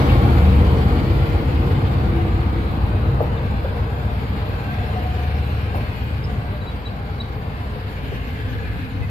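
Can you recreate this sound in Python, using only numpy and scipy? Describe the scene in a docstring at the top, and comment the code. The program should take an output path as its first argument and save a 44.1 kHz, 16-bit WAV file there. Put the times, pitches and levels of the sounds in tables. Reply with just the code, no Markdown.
"""A diesel locomotive, already past, hauls double-deck coaches by a microphone beside the track.
At first its exhaust throbs and a cooling fan hums briefly; rough wheels roar, rails hiss under each bogie.
As the engine recedes, slack running gear knocks from 3.2 s on, and a wheel rings at 4.7 s.
Around 7 s steel sticks and slips on the last coach: three short squeaks stand out.
After 8 s its wake buffets the microphone and its wheels ring as they leave."""
import sys
import numpy as np
from scipy import signal
from scipy.fft import rfft, irfft
from scipy.io import wavfile
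from scipy.ndimage import uniform_filter1d

SR = 44100
rng = np.random.default_rng(int(sys.argv[2]) if len(sys.argv) > 2 else 0)


def to_wav(sig):
    """Store sig (one row per channel, or 1-D mono) as 16-bit WAV at the path in sys.argv[1].

    Samples outside -1..1 are clipped; the rate is SR.
    """
    pcm = np.clip(np.atleast_2d(sig), -1, 1) * 32767
    pcm = np.round(pcm).astype(np.int16)
    wavfile.write(sys.argv[1], SR, pcm.T)  # frames by channels


N = 401310
TIME = np.arange(N) / SR
TRAIN_M_PER_S, TRACK_DISTANCE_M = 6.16, 4.4
CUTOFF_HZ = 15720


def amp(db):
    """Decibels to gain."""
    return 10 ** (np.asarray(db) / 20)


def unit(x):
    """Scales to rms 1."""
    return x / np.sqrt(np.mean(x ** 2) + 1e-20)


def bump(x, centre, half_width):
    """Bell of height 1, down to 1/e at half_width."""
    return np.exp(-((x - centre) / half_width) ** 2)


def curve(rows, t):
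    """Linear interpolation in time."""
    return np.interp(t, *np.transpose(rows))


def spectrum(points, hz):
    """Linear interpolation in log frequency."""
    f, value = np.transpose(points)
    return np.interp(np.log(hz + 1), np.log(f), value)


def add(mix, start_s, sound):
    """Adds a stereo sound into the mix."""
    part = mix[:, max(round(start_s * SR), 0):][:, :sound.shape[1]]
    part += sound[:, :part.shape[1]]


def ports(x, lead_ms):
    """The left microphone port hears x lead_ms before the right."""
    t_ms = np.arange(len(x)) * 1000 / SR
    return np.array([x, np.interp(t_ms - lead_ms, t_ms, x)])


def drift(rate_hz, size=2 ** 19):
    """Smooth random wander, rms about 1, up to about rate_hz."""
    lowpass = bump(np.fft.rfftfreq(size, 1 / SR), 0, rate_hz)
    return unit(irfft(rfft(rng.standard_normal(size)) * lowpass))[:N]


def farness(t):
    """0 while the locomotive is near, 1 once it is far."""
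    return np.clip((t - 1.0) / 2.5, 0, 1)


def receding_db(t, start_m, doubling_db):
    """A source start_m away at first loses doubling_db per doubling of distance."""
    return -doubling_db * np.log2(1 + TRAIN_M_PER_S * t / start_m)


# Main noise direction: t/s, side (-1 right to 1 left, clipped)
NOISE_SIDE = [(0, -1.4), (1, -0.51), (2, 0.016), (4, 0.59), (5, 0.96), (7, 1), (8.2, 0.95)]
# Sound arriving direct: f/Hz, share (0-1)
DIRECT_SHARE = [(60, 0.81), (150, 0.98), (300, 0.98), (1400, 1), (2600, 0.7), (5000, 0), (14000, 0)]


def track_noise(colour_db, patchy_db, size=4096, port_gap_ms=0.42):
    """Noise of rms 1 with flickering patches, reaching both ports from all along the track."""
    hop = size // 4
    hz = np.fft.rfftfreq(size, 1 / SR)
    t = np.arange(N // hop + 5)[:, None] * hop / SR
    left_re, left_im, diffuse_re, diffuse_im, patches = rng.standard_normal((5, len(t), len(hz)))
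    left, diffuse = left_re + 1j * left_im, diffuse_re + 1j * diffuse_im
    patches = unit(uniform_filter1d(uniform_filter1d(patches, size=9, axis=0), size=12, axis=1))
    # 32 directions, each reaching the nearer port first
    bearing = np.cos(np.pi * (np.arange(32) + .5) / 32)[:, None]
    delays = np.exp(-2j * np.pi * hz * bearing * port_gap_ms / 1000)
    side = np.clip(curve(NOISE_SIDE, t), -1, 1)
    direct = np.clip(spectrum(DIRECT_SHARE, hz), 0, .995)
    coherence = direct * (delays.mean(0) + side * (bearing * delays).mean(0))
    right = coherence * left + np.sqrt(np.maximum(1 - abs(coherence) ** 2, 0)) * diffuse
    frames = np.array([left, right]) * amp(colour_db(t, hz) + patchy_db * patches)
    _, noise = signal.istft(frames.swapaxes(1, 2), nperseg=size, noverlap=size - hop)
    return unit(noise[:, :N])


def resonance(t, hz, centre_hz, width_hz, wax_share=0.16):
    """Spectral peak whose height waxes and wanes around 1."""
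    rates_hz, phases = rng.uniform(.4, 3.5, 10), rng.random(10)
    waxing = unit(np.sin(2 * np.pi * (rates_hz * t + phases)).sum(1, keepdims=True))
    return (1 + wax_share * waxing) * bump(hz, centre_hz, width_hz) ** 2


# Wheel and track resonances: f/Hz, width/Hz, near lift/dB, far lift/dB
WHEEL_TRACK_MODES = [(463.5, 37, 6, 4), (718, 21, 2.5, 6), (803.7, 15, 5, 8), (990, 67, -1.5, 0.5),
                     (1614, 155, -2.5, 2.5), (2680, 140, -2, 1)]
# Hollow coach bodies: f/Hz, width/Hz, near lift/dB, far lift/dB
COACH_MODES = [(200.8, 11.8, 5, 6.5), (238.2, 6.6, 5.5, 5), (426, 15, -3.5, 2), (517.5, 44, 1.5, 5),
               (605.6, 18, 1.5, 9.5)]
# Open track behind the last coach: f/Hz, width/Hz, lift/dB
OPEN_TRACK_MODES = [(260, 27, 9), (510, 65, 7), (1720, 70, 5.5), (2120, 110, 2)]
# Parts humming out in turn: t/s, half length/s, f/Hz, lift/dB
PART_HUMS = [(0.303, 0.97, 238, 3.5), (1.004, .2, 728, 2), (1.9, 1.04, 742, 7), (2.256, 1.2, 332, 14.5),
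             (3.8, 1.5, 466, 4.5), (5.08, 0.37, 734, 13.5), (7.304, 0.27, 800, 5), (7.7, 0.23, 1004, 7),
             (7.7, 0.94, 427, 7)]


def ringing_db(t, hz, train_end_s=8.05, crossfade_s=0.38, hum_width_share=0.039):
    """Lift of the noise by resonances and hums; the coaches take theirs with them."""
    far = farness(t)
    behind = (1 + np.tanh((t - train_end_s) / crossfade_s)) / 2
    track, coaches = (sum((near_db + far * (far_db - near_db)) * resonance(t, hz, f, width_hz)
                          for f, width_hz, near_db, far_db in modes)
                      for modes in (WHEEL_TRACK_MODES, COACH_MODES))
    open_track = sum(db * resonance(t, hz, f, width_hz) for f, width_hz, db in OPEN_TRACK_MODES)
    hums = sum(db * bump(t, s, half_s) * bump(hz, f, hum_width_share * f) ** 2
               for s, half_s, f, db in PART_HUMS)
    return track + (1 - behind) * coaches + behind * open_track + hums


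# Engine working cycles: t/s, rate/Hz
CYCLE_RATE = [(1.6, 8.09), (3.6, 8.18), (9.1, 8.19)]
# Exhaust lines: order (multiple of the cycle rate), near level/dB, far level/dB
EXHAUST_LINES = [(4, -23, -12.5), (5, -30, -21), (6.5, -1, -8), (7, -6, -2.5), (8, -5.5, -7), (9, -3, -3.5),
                 (10, -2, -7), (11, -7, -7), (12, -1, -1), (13, -11, -6.5), (14, -8.5, -13), (16, -3, -6.5),
                 (18, -13.5, -11)]
# Single lines booming: t/s, half length/s, order, lift/dB
LINE_BOOMS = [(0.603, 0.32, 9, 6.5), (1.8, 0.26, 16, 4), (1.8, 0.33, 18, 11), (3.105, 0.27, 16, 5.5),
              (3.8, 0.97, 8, 5), (4.647, 0.31, 16, 4.5), (5.388, 0.67, 9, 10), (5.6, 0.43, 12, 0),
              (6.25, 0.25, 8, 8), (6.29, 0.27, 16, 4.5)]
# Exhaust rumble: f/Hz, level/dB
RUMBLE_SPECTRUM = [(20, -38), (40, -29), (54, -3), (72, 0), (82, -4), (105, -1), (145, -6), (165, -6.5),
                   (235, -13), (290, -14), (400, -24.5), (800, -60)]
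# Exhaust swelling and sinking: t/s, level/dB
EXHAUST_SWELL = [(0, 0.5), (.9, 1.2), (1.3, 0.5), (3.1, 2), (3.9, -0.5), (5.7, 0), (6.3, 1.5), (6.8, -1.5),
                 (7.7, -1), (8.5, 1.5), (9.1, -0.5)]


def exhaust(lines_db=-19.0, rumble_db=-20.5, fading_db=1.57, jitter_turns=0.028, smear_turns=0.76,
            beats_per_cycle=4, throb=0.26, limp=0.15):
    """Unequal cylinders repeat each cycle: a receding stack of lines over puffs of rumble."""
    cycles = np.cumsum(curve(CYCLE_RATE, TIME)) / SR
    far, slow_t, drone = farness(TIME), np.linspace(0, N / SR, 600), np.zeros(N)
    for order, near_db, far_db in EXHAUST_LINES:
        # shifting air wavers each line's level and phase
        rates_hz, phases = rng.uniform(.1, 1.6, (2, 12, 1)), rng.random((2, 12, 1))
        wavers = np.sin(2 * np.pi * (rates_hz * slow_t + phases)).sum(1)
        fade, slip = (np.interp(TIME, slow_t, unit(waver)) for waver in wavers)
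        boom_db = sum(db * bump(TIME, s, half_s) for s, half_s, line, db in LINE_BOOMS if line == order)
        line_db = near_db + far * (far_db - near_db) + boom_db + fading_db * fade
        smear = smear_turns * rng.random()  # echoes smear each cycle's pulse
        drone += amp(line_db) * np.sin(2 * np.pi * (order * cycles + smear + jitter_turns * slip))
    beat_rad = 2 * np.pi * beats_per_cycle * cycles
    puffs = 1 + throb * np.cos(beat_rad) + limp * np.cos(beat_rad / 2)  # every other beat is stronger
    rumble = track_noise(lambda t, hz: spectrum(RUMBLE_SPECTRUM, hz) + ringing_db(t, hz),
                         patchy_db=1, size=8192)
    drone_gain = amp(lines_db + receding_db(TIME, start_m=23.4, doubling_db=7.0))
    rumble_gain = amp(rumble_db + receding_db(TIME, start_m=21.4, doubling_db=6.0))
    return amp(curve(EXHAUST_SWELL, TIME)) * (drone_gain * drone + rumble_gain * puffs * rumble)


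# Bogies abreast of the microphone: t/s, level/dB re bogie_db
BOGIE_PASSES = [(.55, -14), (1.7, -2), (4.85, 1), (5.8, -1.5), (8.35, 0.5)]


def rolling_gain(locomotive_db, start_m, doubling_db, bogie_db, beam=1.32):
    """Receding locomotive plus passing bogies; wheels radiate sideways, so fade faster (beam > 1)."""
    bogie_power = sum(amp(db) ** 2 / (1 + (TRAIN_M_PER_S * (TIME - s) / TRACK_DISTANCE_M) ** 2) ** beam
                      for s, db in BOGIE_PASSES)
    locomotive = amp(locomotive_db + receding_db(TIME, start_m, doubling_db))
    return np.sqrt(locomotive ** 2 + amp(bogie_db) ** 2 * bogie_power)


# Wheel roar, locomotive near and far: f/Hz, level/dB
NEAR_ROAR_SPECTRUM = [(120, -60), (200, -6), (320, -1.5), (385, -5.5), (480, -5.5), (600, -9.5),
                      (850, -8.5), (1100, -10), (1500, -16), (2200, -29), (4000, -48.5)]
FAR_ROAR_SPECTRUM = [(120, -55), (200, 0.5), (270, -3.5), (350, -8.5), (430, -2.5), (560, -8.5),
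                     (850, -6.5), (1100, -7.5), (1500, -12), (2200, -29), (4000, -60)]


def wheel_roar(judder_db=0.5, surge_db=1, surge_s=0.22):
    """Rough treads shake bogies and track: a roar that thins as the train draws away."""
    def colour_db(t, hz):
        near_db, far_db = spectrum(NEAR_ROAR_SPECTRUM, hz), spectrum(FAR_ROAR_SPECTRUM, hz)
        return near_db + farness(t) * (far_db - near_db) + ringing_db(t, hz)
    gain = rolling_gain(locomotive_db=-19.5, start_m=12.6, doubling_db=7.5, bogie_db=-44.0)
    surge = amp(surge_db * bump(TIME, 0, surge_s))  # locomotive's rear bogie still close
    judder = amp(judder_db * drift(rate_hz=11))
    return gain * surge * judder * track_noise(colour_db, patchy_db=1.55)


# Rail hiss and contact sizzle: f/Hz, level/dB
HISS_SPECTRUM = [(600, -10), (1200, -7.5), (1550, 1), (1830, -1), (2150, 0.4), (2700, -2.5), (3300, -5.5),
                 (4200, -8), (4800, -12.5), (5200, -18), (5500, -56), (6500, -39), (9000, -60)]
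SIZZLE_SPECTRUM = [(3000, -26), (5500, 8), (6300, 0.5), (7000, 6.5), (8000, 0), (9500, 1.5), (11200, 0),
                   (12000, 7), (13200, 3.5), (14300, 3), (15600, -35)]
# Flanges grinding on the rail: t/s, half length/s, lift/dB
FLANGE_GRINDS = [(4.85, 0.36, 1), (6.05, 0.52, 2), (8.5, 0.7, 2.5)]


def rail_hiss(flutter_db=0.79, grind_hz=2300, grind_width_hz=680):
    """Rails hiss under each bogie, flanges grind in swells and the contact patches sizzle."""
    def colour_db(t, hz):
        grind_db = sum(db * bump(t, s, half_s) for s, half_s, db in FLANGE_GRINDS)
        grind_band = bump(hz, grind_hz, grind_width_hz)
        return spectrum(HISS_SPECTRUM, hz) + ringing_db(t, hz) + grind_db * grind_band
    hiss = track_noise(colour_db, patchy_db=1.87)
    sizzle = track_noise(lambda t, hz: spectrum(SIZZLE_SPECTRUM, hz), patchy_db=3.5, size=1024)
    sizzle *= amp([[2.5], [-3.5]])  # left, right
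    hiss_gain = rolling_gain(locomotive_db=-31.5, start_m=9.35, doubling_db=5.5, bogie_db=-41.0)
    sizzle_gain = rolling_gain(locomotive_db=-50.5, start_m=4.9, doubling_db=6, bogie_db=-58.5)
    return (hiss_gain * hiss + sizzle_gain * sizzle) * amp(flutter_db * drift(rate_hz=33))


def cooling_fan(hz=187.0, level_db=-21.5, loudest_s=0.47, half_s=0.29, waver_hz=2.6, flutter_db=2):
    """A fan hums from the locomotive's side and is soon out of earshot."""
    tone = np.sin(2 * np.pi * np.cumsum(hz + waver_hz * drift(rate_hz=9.4)) / SR)
    return amp(level_db + flutter_db * drift(rate_hz=8)) * bump(TIME, loudest_s, half_s) * tone


# Squeaks and scrapes: middle t/s, level/dB, f/Hz, length/s, width/Hz
STEEL_SQUEAKS = [(0.101, -28, 2670, 0.049, 593), (1.873, -41.5, 3380, 0.039, 600),
                 (3.228, -44, 14200, 0.037, 250), (3.38, -41.5, 3550, 0.036, 400),
                 (5.762, -46, 13600, 0.064, 1300), (5.765, -46, 10300, .05, 500),
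                 (6.04, -49, 15000, 0.025, 700), (6.248, -40.5, 5020, 0.037, 450),
                 (6.62, -43, 3970, 0.035, 150), (6.685, -37.5, 3910, 0.059, 85),
                 (6.868, -32.5, 3930, 0.043, 60), (7.208, -27, 3900, 0.024, 34.8),
                 (7.217, -33.5, 3906, 0.026, 430), (7.223, -46, 4430, 0.022, 400)]


def squeaks(echo_db=-8, echo_t60_s=0.32, lead_ms=0.258, octave_db=-34):
    """Steel sticks and slips for a moment; coach sides and ballast scatter the chirp."""
    out, t = np.zeros((2, N)), np.arange(SR // 4) / SR
    for middle_s, db, hz, length_s, width_hz in STEEL_SQUEAKS:
        pole = np.exp(-2 * np.pi * width_hz / SR)
        waver = unit(signal.lfilter([1], [1, -pole], rng.standard_normal(len(t))))
        phase = 2 * np.pi * np.cumsum(hz + width_hz / 2 * waver) / SR
        octave = (2 * hz < CUTOFF_HZ) * amp(octave_db) * np.sin(2 * phase)
        swell = np.sin(np.pi * np.minimum(t / length_s, 1)) ** 2
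        chirp = swell * (np.sin(phase) + octave)
        scatter = rng.standard_normal((2, len(t))) * amp(-60 * t / echo_t60_s)
        scatter /= np.linalg.norm(scatter[0])
        echo = signal.fftconvolve(chirp[None], scatter, axes=1)[:, :len(t)]
        add(out, middle_s - length_s / 2, amp(db) * (ports(chirp, lead_ms) + amp(echo_db) * echo))
    return out


def pulse(t, rise_s):
    """Envelope that reaches 1 at rise_s, then dies away."""
    return (t / rise_s * np.exp(1 - t / rise_s)) ** 2


# Running gear knocks: t/s, level/dB, f/Hz, rise/s, rattle/dB re the blow, left lead/ms
GEAR_KNOCKS = [(3.2046, -10, 497, 0.0018, -10.5, 0.2), (3.2105, -20, 430, .003, -4, 0.18),
               (3.2175, -28, 684, .003, -9, .14), (3.644, -19.5, 510, 0.0045, -6, 0),
               (5.7442, -20.5, 690, 0.0037, -5.5, 0.29), (5.755, -24.5, 260, 0.0026, -2, 0.29),
               (5.774, -30, 740, 0.0026, -4, 0.29), (5.796, -29, 656, 0.0049, -6, 0.21),
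               (7.752, -30, 506, 0.0095, -6, 0.087), (8.113, -26.5, 430, 0.0094, 2, 0.27)]


def knocks(rattle_t60_s=0.18, sharp_share=1.09, drop_s=0.0016):
    """Slack in the running gear closes: a few heavily damped swings, then the frame rattles."""
    out, t = np.zeros((2, N)), np.arange(SR // 3) / SR
    for start_s, db, hz, rise_s, rattle_db, lead_ms in GEAR_KNOCKS:
        pitch_hz = hz * (1 + sharp_share * np.exp(-t / drop_s))  # high bending waves arrive first
        blow = pulse(t, rise_s) * np.sin(2 * np.pi * np.cumsum(pitch_hz) / SR)
        band = signal.butter(2, [.7 * hz, 1.35 * hz], "band", fs=SR, output="sos")
        rattle = unit(signal.sosfilt(band, rng.standard_normal(len(t))))
        rattle *= amp(rattle_db - 60 * t / rattle_t60_s) * (1 - np.exp(-t / (2 * rise_s)))
        add(out, start_s, amp(db) * ports(blow + rattle, lead_ms))
    return out


# Single wheel modes ringing out: t/s, level/dB, f/Hz, rise/s
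WHEEL_RINGS = [(4.63, -44, 2710, 0.027), (4.675, -31, 1555, .02), (4.68, -51, 1722, .02),
               (8.385, -42, 1700, .025), (8.559, -41, 1685, 0.032), (8.63, -40, 2445, 0.016),
               (8.665, -39, 1675, .025), (9.015, -37, 2025, 0.018), (9.018, -41, 2570, 0.011)]


def wheel_rings(waver_hz=14, lead_ms=0.41):
    """A rough patch of rail sets a wheel ringing; the tone swells, wavers and dies."""
    out, t = np.zeros((2, N)), np.arange(SR // 3) / SR
    for start_s, db, hz, rise_s in WHEEL_RINGS:
        waver = unit(uniform_filter1d(rng.standard_normal(len(t)), size=300))
        tone = np.sin(2 * np.pi * np.cumsum(hz + waver_hz * waver) / SR)
        add(out, start_s, amp(db) * ports(pulse(t, rise_s) * tone, lead_ms))
    return out


# Gusts behind the last coach: t/s, half length/s, level/dB
WAKE_GUSTS = [(8.123, 0.058, -36), (8.466, .03, -37), (8.7, 0.33, -33.5), (9.017, 0.048, -25)]


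def wake(band_hz=(78, 125)):
    """Eddies behind the train push on each port separately."""
    band = signal.butter(2, band_hz, "band", fs=SR, output="sos")
    eddies = unit(signal.sosfilt(band, rng.standard_normal((2, N))))
    return eddies * sum(amp(db) * bump(TIME, s, half_s) for s, half_s, db in WAKE_GUSTS)


def scene():
    """The whole train, in stereo."""
    return (exhaust() + wheel_roar() + rail_hiss() + cooling_fan()
            + squeaks() + knocks() + wheel_rings() + wake())


def record(dry):
    """The left port is louder than the right except around 8 kHz; both are band-limited."""
    hz = np.fft.rfftfreq(N, 1 / SR)
    left_over_right_db = spectrum([(60, 1.0), (700, 1.5), (4000, 2.0), (8000, -5.5), (12500, 7.0)], hz)
    port_gains = amp([left_over_right_db / 2, -left_over_right_db / 2])
    heard = irfft(rfft(dry) * port_gains, N)
    lowpass = signal.firwin(511, CUTOFF_HZ, window=("kaiser", 9), fs=SR)
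    return signal.oaconvolve(heard, lowpass[None], "same")


dry = scene()
out = record(dry)
to_wav(out)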